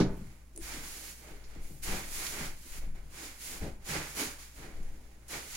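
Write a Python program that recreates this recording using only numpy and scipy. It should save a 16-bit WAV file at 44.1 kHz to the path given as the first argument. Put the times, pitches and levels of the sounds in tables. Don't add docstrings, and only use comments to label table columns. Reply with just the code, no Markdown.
import sys
import numpy as np
from scipy import signal
from scipy.fft import rfft, irfft
from scipy.io import wavfile
from scipy.ndimage import uniform_filter1d

SR = 44100
rng = np.random.default_rng(int(sys.argv[2]) if len(sys.argv) > 2 else 0)


def persist_wave(psi):
    counts = np.round(np.clip(psi, -1, 1) * 32767).astype(np.int16)
    wavfile.write(sys.argv[1], SR, np.atleast_2d(counts).T)


N = 245195

# start, length, flake attack, heap pile-up time and release
# in seconds, then faders in dB for rustle, chaff (against the rustle), heap crunch and sole drag.
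SWEEPS = [(0.061, 0.25, 0.073, .04, 0.12, -66.5, 2.5, -66, -69.5),
          (0.568, 0.17, 0.12, 0.16, 0.15, -45.5, -1, -48, -59),
          (0.76, .34, 0.12, 0.045, 0.059, -48.5, 3, -60.5, -64),
          (1.143, 0.15, .05, 0.16, 0.15, -59.5, 0.5, -57, -58),
          (1.425, 0.15, 0.1, 0.14, 0.072, -63.5, -2, -59, -64),
          (1.583, 0.12, 0.062, 0.035, 0.19, -61, 7, -73, -66.5),
          (1.816, .15, 0.023, 0.087, 0.071, -42.5, 0, -42, -48),
          (2.061, 0.19, 0.12, 0.18, 0.049, -41, 1, -48, -55.5),
          (2.217, 0.24, 0.09, .2, 0.046, -43.5, -1, -44.5, -51),
          (2.572, .21, .19, 0.23, 0.025, -51, 2, -56, -65.5),
          (2.796, 0.035, .03, .03, 0.055, -60, 2, -57, -60),
          (2.937, 0.017, .02, .02, 0.12, -66.5, 3, -60.5, -62.5),
          (3.057, 0.19, 0.23, 0.17, 0.083, -45, -1, -52, -60),
          (3.337, 0.21, 0.14, 0.44, 0.064, -45.5, -1, -45, -50.5),
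          (3.599, 0.067, 0.036, 0.025, 0.045, -55, -7, -52, -48),
          (3.826, 0.13, 0.091, 0.15, 0.082, -39.5, -4, -38, -44.5),
          (4.122, 0.094, 0.1, 0.11, 0.063, -35, -1, -40, -46),
          (4.372, 0.042, 0.03, 0.028, 0.1, -51.5, -0.5, -59.5, -77),
          (4.511, 0.13, 0.067, 0.16, 0.097, -57, -1.5, -53, -54),
          (4.707, .13, .07, .06, 0.46, -65.5, 1, -65.5, -64.5),
          (5.269, 0.088, 0.056, 0.083, 0.074, -42.5, -3, -44, -50.5),
          (5.456, 0.13, 0.079, 0.12, .06, -45.5, -2, -51.5, -72)]
GRAZE_DB, GRAZE_SHARE = -25.5, 0.2
SMOTHER_DB = 5.5
REST_RUSTLE_DB, REST_CRUNCH_DB, REST_SOLE_DB = -75, -75, -84.5
# centre and half length in seconds, fader in dB.
FLAKE_SHOWERS = [(2.07, .07, -50), (2.62, 0.075, -58.5), (4.1, 0.056, -49), (5.46, 0.075, -52)]
SHOWER_CHAFF_DB = -4
# frequency in Hz, gain in dB.
FLAKE_EQ = [(700, -16), (1500, -4), (2400, -2.5), (3000, 0), (4700, 2.5), (5700, 1), (8700, -2.5),
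            (10000, -12.5), (16000, -22)]
CHAFF_EQ = [(4000, -23.5), (7500, 2), (9500, 2.5), (12000, 1), (14000, 3), (15000, -4.5), (16000, -2.5)]
HEAP_EQ = [(300, -8.5), (600, -8), (850, 0), (1100, -1), (1500, 0), (2000, -1), (2600, -3.5), (3200, -5),
           (5000, -8.5), (12000, -36)]
SOLE_EQ = [(70, -32), (140, 1), (220, -1), (300, 1.5), (400, -1.5), (550, -5.5), (800, -5.5), (1600, -37)]
AIR_EQ = [(20, 0.5), (70, -6.5), (140, -11), (250, -11), (450, -23.5), (1000, -26), (2200, -42),
          (4000, -41), (9000, -55), (16000, -38)]
# centre in seconds, level in dB, pitch in Hz, half length in seconds.
BOOT_FLEXES = [(0.586, -50, 340, 0.017), (0.704, -66, 328, 0.066), (0.778, -49, 283, 0.022),
               (1.339, -58, 302, 0.014), (2.66, -56.5, 272, 0.0088), (3.231, -56, 278, 0.036),
               (4.221, -40.5, 268, 0.024)]
# start in seconds, relative level in dB, contact hardness as a cutoff
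# in Hz, settling time in seconds.
STEPS = [(0.013, -31, 900, 0.058), (0.205, -46, 142, 0.028), (0.599, -57, 130, 0.051),
         (0.766, -56.5, 450, .024), (1.556, -51, 460, 0.035), (1.7, -49, 225, 0.058),
         (1.874, -43.5, 171, .048), (1.93, -41.5, 201, 0.013), (2.243, -53.5, 152, 0.034),
         (2.397, -42, 182, 0.039), (2.771, -55, 220, 0.0066), (2.86, -48, 179, 0.26),
         (3.614, -38.5, 133, 0.0079), (3.656, -43.5, 450, 0.025), (3.893, -43.5, 144, 0.015),
         (3.945, -42.5, 160, 0.049), (4.211, -52, 132, 0.014), (4.582, -52.5, 250, .031),
         (4.79, -51.5, 245, 0.054), (4.94, -59, 260, 0.024), (5.32, -58, 200, .023)]
# pitch in Hz, relative level in dB, t60 in seconds.
BOARD_MODES = [(77.4, -2.5, 0.11), (110, -2, 0.19), (125, 1, 0.065), (154.7, 2, 0.15), (185, -4.5, 0.15),
               (226.4, 0, 0.16), (281, 0, 0.086), (329, 0, 0.058), (394, -4, 0.11), (500, -2.5, 0.047),
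               (676, -21, 0.018), (886, -6.5, 0.074), (1294, -25, 0.077)]
PANEL_MODES = [(112, -30, .15), (135, -26, .26), (184, -23, .22), (236, -25, .17), (258, -20, .08),
               (313, -20, .1), (386, -24, .11), (500, -31, .11), (735, -39, .08), (880, -39, .1),
               (1195, -40, .07), (1490, -44, .08)]
# start in seconds, strength in dB.
PANEL_HITS = [(0.0, 2), (0.0323, -12)]
# start in seconds, level in dB,
# pitch and width in Hz, decay in seconds.
CLICKS = [(0.001, -36, 3850, 1850, 0.024), (0.002, -45.5, 5500, 1300, .026), (0.01, -38.5, 1390, 910, 0.01),
          (0.168, -61, 12300, 4970, 0.01), (0.27, -61, 8000, 4000, .004),
          (0.561, -44.5, 7660, 4470, 0.0042), (0.576, -34.5, 8850, 1100, .002),
          (0.58, -50, 8750, 704, .012), (1.44, -57.5, 4500, 1800, 0.022), (1.55, -58, 5000, 5000, 0.0036),
          (1.645, -62.5, 2090, 600, 0.026), (1.832, -48, 8500, 6000, 0.031), (2.267, -33, 3600, 3600, .006),
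          (4.83, -58, 7140, 7040, .004), (5.282, -50, 7000, 8000, 0.01), (5.551, -37.5, 4000, 5000, .0067)]
# centre and half length in seconds, level in dB.
WEIGHT_SHIFTS = [(0.035, 0.11, -32.5), (0.68, 0.094, -41.5), (1.335, 0.036, -43.5), (1.58, 0.1, -39),
                 (1.904, 0.044, -34), (2.1, 0.29, -43.5), (2.47, 0.041, -36.5), (2.806, 0.071, -37.5),
                 (2.944, 0.11, -38), (3.687, 0.11, -39), (4.0, 0.049, -43), (4.815, 0.12, -37),
                 (5.025, 0.067, -51)]
REST_SWAY_DB = -54.5
# frequency in Hz, level in dB.
HUM_PARTIALS = [(60, -57), (120, -69), (180, -82), (240, -81.5)]
# frequency in Hz, t60 in seconds.
SHED_DECAY = [(100, 0.63), (300, 0.31), (1500, 0.46), (4000, 0.13), (14000, 0.4)]
# frequency in Hz, likeness of the sides from 0 (wide) to 1 (mono).
STEREO_LIKENESS = [(100, 0.98), (280, 0.97), (550, 0.55), (1200, 0.2), (2500, 0.13), (6000, 0)]
# centre and width in Hz, boost or cut in dB.
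DUCT_EQ = [(500, 240, 6), (1370, 700, 2.5), (2213, 500, 8), (3580, 1170, -3.5), (6960, 760, 8.5),
           (7770, 2200, -9.5), (10750, 1100, 9), (15800, 1050, 8)]
CUTOFF_HZ = 15800


def shavings(rustle_db, chaff_db, crunch_db):
    per_s = 5000 + 7000 * from_db(0.7 * (rustle_db + 45))
    clumps = drift(rate=57)
    ticks = grains(per_s, spread_db=0)
    flakes = coloured(ticks, FLAKE_EQ) * from_db(rustle_db - 2.3)
    chaff = coloured(ticks, CHAFF_EQ) * from_db(chaff_db - 2)
    crunch = coloured(grains(per_s, spread_db=2), HEAP_EQ) * from_db(crunch_db + 0.71 * clumps - 1.5)
    return (flakes + chaff) * from_db(0.5 * clumps) + crunch


def sweep_faders():
    rest = from_db([[REST_RUSTLE_DB], [REST_RUSTLE_DB - SMOTHER_DB], [REST_CRUNCH_DB], [REST_SOLE_DB]])
    power = rest ** 2 * np.ones(N)
    for start, length, attack, piling, release, rustle_db, chaff_db, crunch_db, sole_db in SWEEPS:
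        rustle = from_db(rustle_db) * sweep_envelope(start, length, attack, release)
        heap = sweep_envelope(start, length, piling, release)
        chaff = rustle * from_db(chaff_db - SMOTHER_DB * np.maximum.accumulate(heap))
        power += np.array([rustle, chaff, from_db(crunch_db) * heap, from_db(sole_db) * heap]) ** 2
    falling = swell_power(FLAKE_SHOWERS)
    power[0] += falling
    power[1] += falling * from_db(SHOWER_CHAFF_DB) ** 2
    return 10 * np.log10(power)


def sweep_envelope(start, length, attack, release):
    age = np.arange(N) / SR - start
    rise = np.sin(np.pi / 2 * np.clip(age / attack, 0, 1)) ** 2
    graze = from_db(GRAZE_DB) * np.exp(np.clip(age / (GRAZE_SHARE * attack), -20, 0))
    return np.maximum(rise, graze) * np.exp(-np.clip((age - length) / release, 0, 20))


def sole_scuff(level_db):
    slips = coloured(grains(per_s=1200, spread_db=1), SOLE_EQ)
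    return panned(slips * from_db(level_db + 1.5), left_db=2.5)


def boot_flexes():
    t, out = np.arange(N) / SR, 0
    for centre, db, hz, half in BOOT_FLEXES:
        cavity = resonate(resonate(rng.standard_normal(N), hz, width=49), hz, width=210)
        swell = np.exp(-0.5 * np.minimum(((t - centre) / half) ** 2, 100))
        out += from_db(db) * rms_one(cavity * swell) * np.sqrt(np.mean(swell ** 2))
    return panned(out, left_db=2)


def footfalls():
    out, size = np.zeros(N), SR // 2
    for start, level_db, hard_hz, settle in STEPS:
        flurry = rng.standard_normal(size) * dying(0, settle)[:size]
        contact = 1.03 * rms_one(flurry) / np.sqrt(size)
        contact[0] += 1
        push = low_pass(contact, hard_hz)
        ring = 0
        for k, (hz, db, t60) in enumerate(BOARD_MODES):
            mode = resonate(push, hz, width=np.log(1000) / (np.pi * t60))
            ring += (-1) ** k * from_db(db) * np.sqrt(t60) * mode
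        thump = 0.061 * (push - low_pass(push, hz=44.7, order=1))
        at = int(start * SR)
        out[at:at + size] += from_db(level_db - 11.5) * rms_one(ring + thump)[:N - at]
    return panned(out, left_db=2)


def panel_knock():
    t, out = np.arange(SR) / SR, 0
    for start, hit_db in PANEL_HITS:
        age = np.maximum(t - start, 0)
        for k, (hz, db, t60) in enumerate(PANEL_MODES):
            strength = from_db(hit_db + db + 2 * rng.standard_normal()) * (-1) ** k
            out += strength * np.sin(2 * np.pi * hz * age) * from_db(-60 * age / t60)
    return panned(np.pad(out, (0, N - SR)), left_db=1.5)


def clicks_and_snaps():
    out = 0
    for start, db, hz, width, decay in CLICKS:
        band = resonate(resonate(rng.standard_normal((2, N)), hz, width), hz, 2 * width)
        out += from_db(db) * dying(start, decay) * rms_one(band)
    return out


def settling_flakes():
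    ticks = grains(per_s=200, spread_db=1)
    return from_db(-76.5) * coloured(ticks, [(1500, -20), (4000, 1), (8000, 6), (16000, -6)])


def floor_sway():
    power = from_db(REST_SWAY_DB) ** 2 + swell_power(WEIGHT_SHIFTS)
    sub_eq = [(6, -1.5), (16, 13), (28, -7.5), (45, -1.5), (70, -15), (200, -52), (1000, -94)]
    heave = coloured(rng.standard_normal((2, N)), sub_eq)
    return panned(np.sqrt(power) * heave, left_db=2.5)


def shed_reverb(send):
    age, tail = np.arange(N) / SR, 0
    edges_hz = np.geomspace(50, 16000, 9)
    for low, high in zip(edges_hz, edges_hz[1:]):
        band_pass = signal.butter(2, [low, high], "band", fs=SR, output="sos")
        band = signal.sosfilt(band_pass, rng.standard_normal((2, N)))
        tail += band * from_db(-60 * age / at_hz(SHED_DECAY, np.sqrt(low * high)))
    tail *= age > 0.004
    tail = coloured(tail, [(100, 0.5), (16000, -2)]) / np.sqrt(N)
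    return signal.fftconvolve(send, tail[:, :SR], axes=1)[:, :N]


def hum_and_air():
    t, hum = np.arange(N) / SR, 0
    for hz, db in HUM_PARTIALS:
        peak = np.sqrt(2) * from_db(db + 0.32 * drift(rate=13))
        hum += peak * np.sin(2 * np.pi * (hz * t + rng.random()))
    return hum + from_db(-63) * coloured(rng.standard_normal((2, N)), AIR_EQ)


def grains(per_s, spread_db):
    chance = np.clip(per_s / SR, 1e-4, 1)
    sizes = from_db(spread_db * np.minimum(rng.exponential(1, (2, N)), 5))
    signs = rng.choice([-1, 1], (2, N))
    fires = rng.random((2, N)) < chance
    return rms_one(sizes * signs * fires / np.sqrt(chance))


def coloured(pair, eq):
    hz = np.arange(N // 2 + 1) * SR / N
    blend = np.arcsin(at_hz(STEREO_LIKENESS, hz)) / 2
    bins = rfft(pair) * from_db(at_hz(eq, hz))
    return rms_one(irfft(np.cos(blend) * bins + np.sin(blend) * bins[::-1], N))


def resonate(x, hz, width):
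    r = np.exp(-np.pi * width / SR)
    feedback = [1, -2 * r * np.cos(2 * np.pi * hz / SR), r * r]
    return signal.lfilter(np.array([1, 0, -1]) * (1 - r * r) / 2, feedback, x + 1e-18)


def low_pass(x, hz, order=2):
    return signal.sosfilt(signal.butter(order, hz, fs=SR, output="sos"), x + 1e-18)


def panned(x, left_db):
    return x * rms_one(from_db([[left_db / 2], [-left_db / 2]]))


def swell_power(rows):
    t = np.arange(N) / SR
    return sum(from_db(db) ** 2 * np.exp(-np.minimum(((t - centre) / half) ** 2, 20))
               for centre, half, db in rows)


def dying(start, decay):
    age = np.arange(N) / SR - start
    return (age >= 0) * np.exp(-np.clip(age / decay, 0, 20))


def drift(rate):
    width = int(SR / rate)
    return rms_one(uniform_filter1d(uniform_filter1d(rng.standard_normal(N), width), width))


def at_hz(points, hz):
    known, values = np.transpose(points)
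    return np.interp(np.log(hz + 1), np.log(known), values)


def from_db(db):
    return 10 ** (np.asarray(db) / 20)


def rms_one(x):
    return x / np.sqrt(np.mean(x ** 2) + 1e-20)


def scene():
    rustle_db, chaff_db, crunch_db, sole_db = sweep_faders()
    sweeps = shavings(rustle_db, chaff_db, crunch_db) + sole_scuff(sole_db) + boot_flexes()
    steps = footfalls()
    clicks = clicks_and_snaps() + settling_flakes()
    knock = panel_knock()
    send = from_db(-12.5) * sweeps + from_db(-8.5) * steps + from_db(-9) * clicks + from_db(-12) * knock
    return sweeps + steps + clicks + knock + shed_reverb(send) + floor_sway() + hum_and_air()


def record(dry):
    left, right = dry
    for hz, width, lift_db in DUCT_EQ:
        right = right + (from_db(lift_db) - 1) * resonate(right, hz, width)
    high_cut = signal.ellip(12, 0.1, 80, CUTOFF_HZ, fs=SR, output="sos")
    return signal.sosfilt(high_cut, [left, right])


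dry = scene()
out = record(dry)
persist_wave(out)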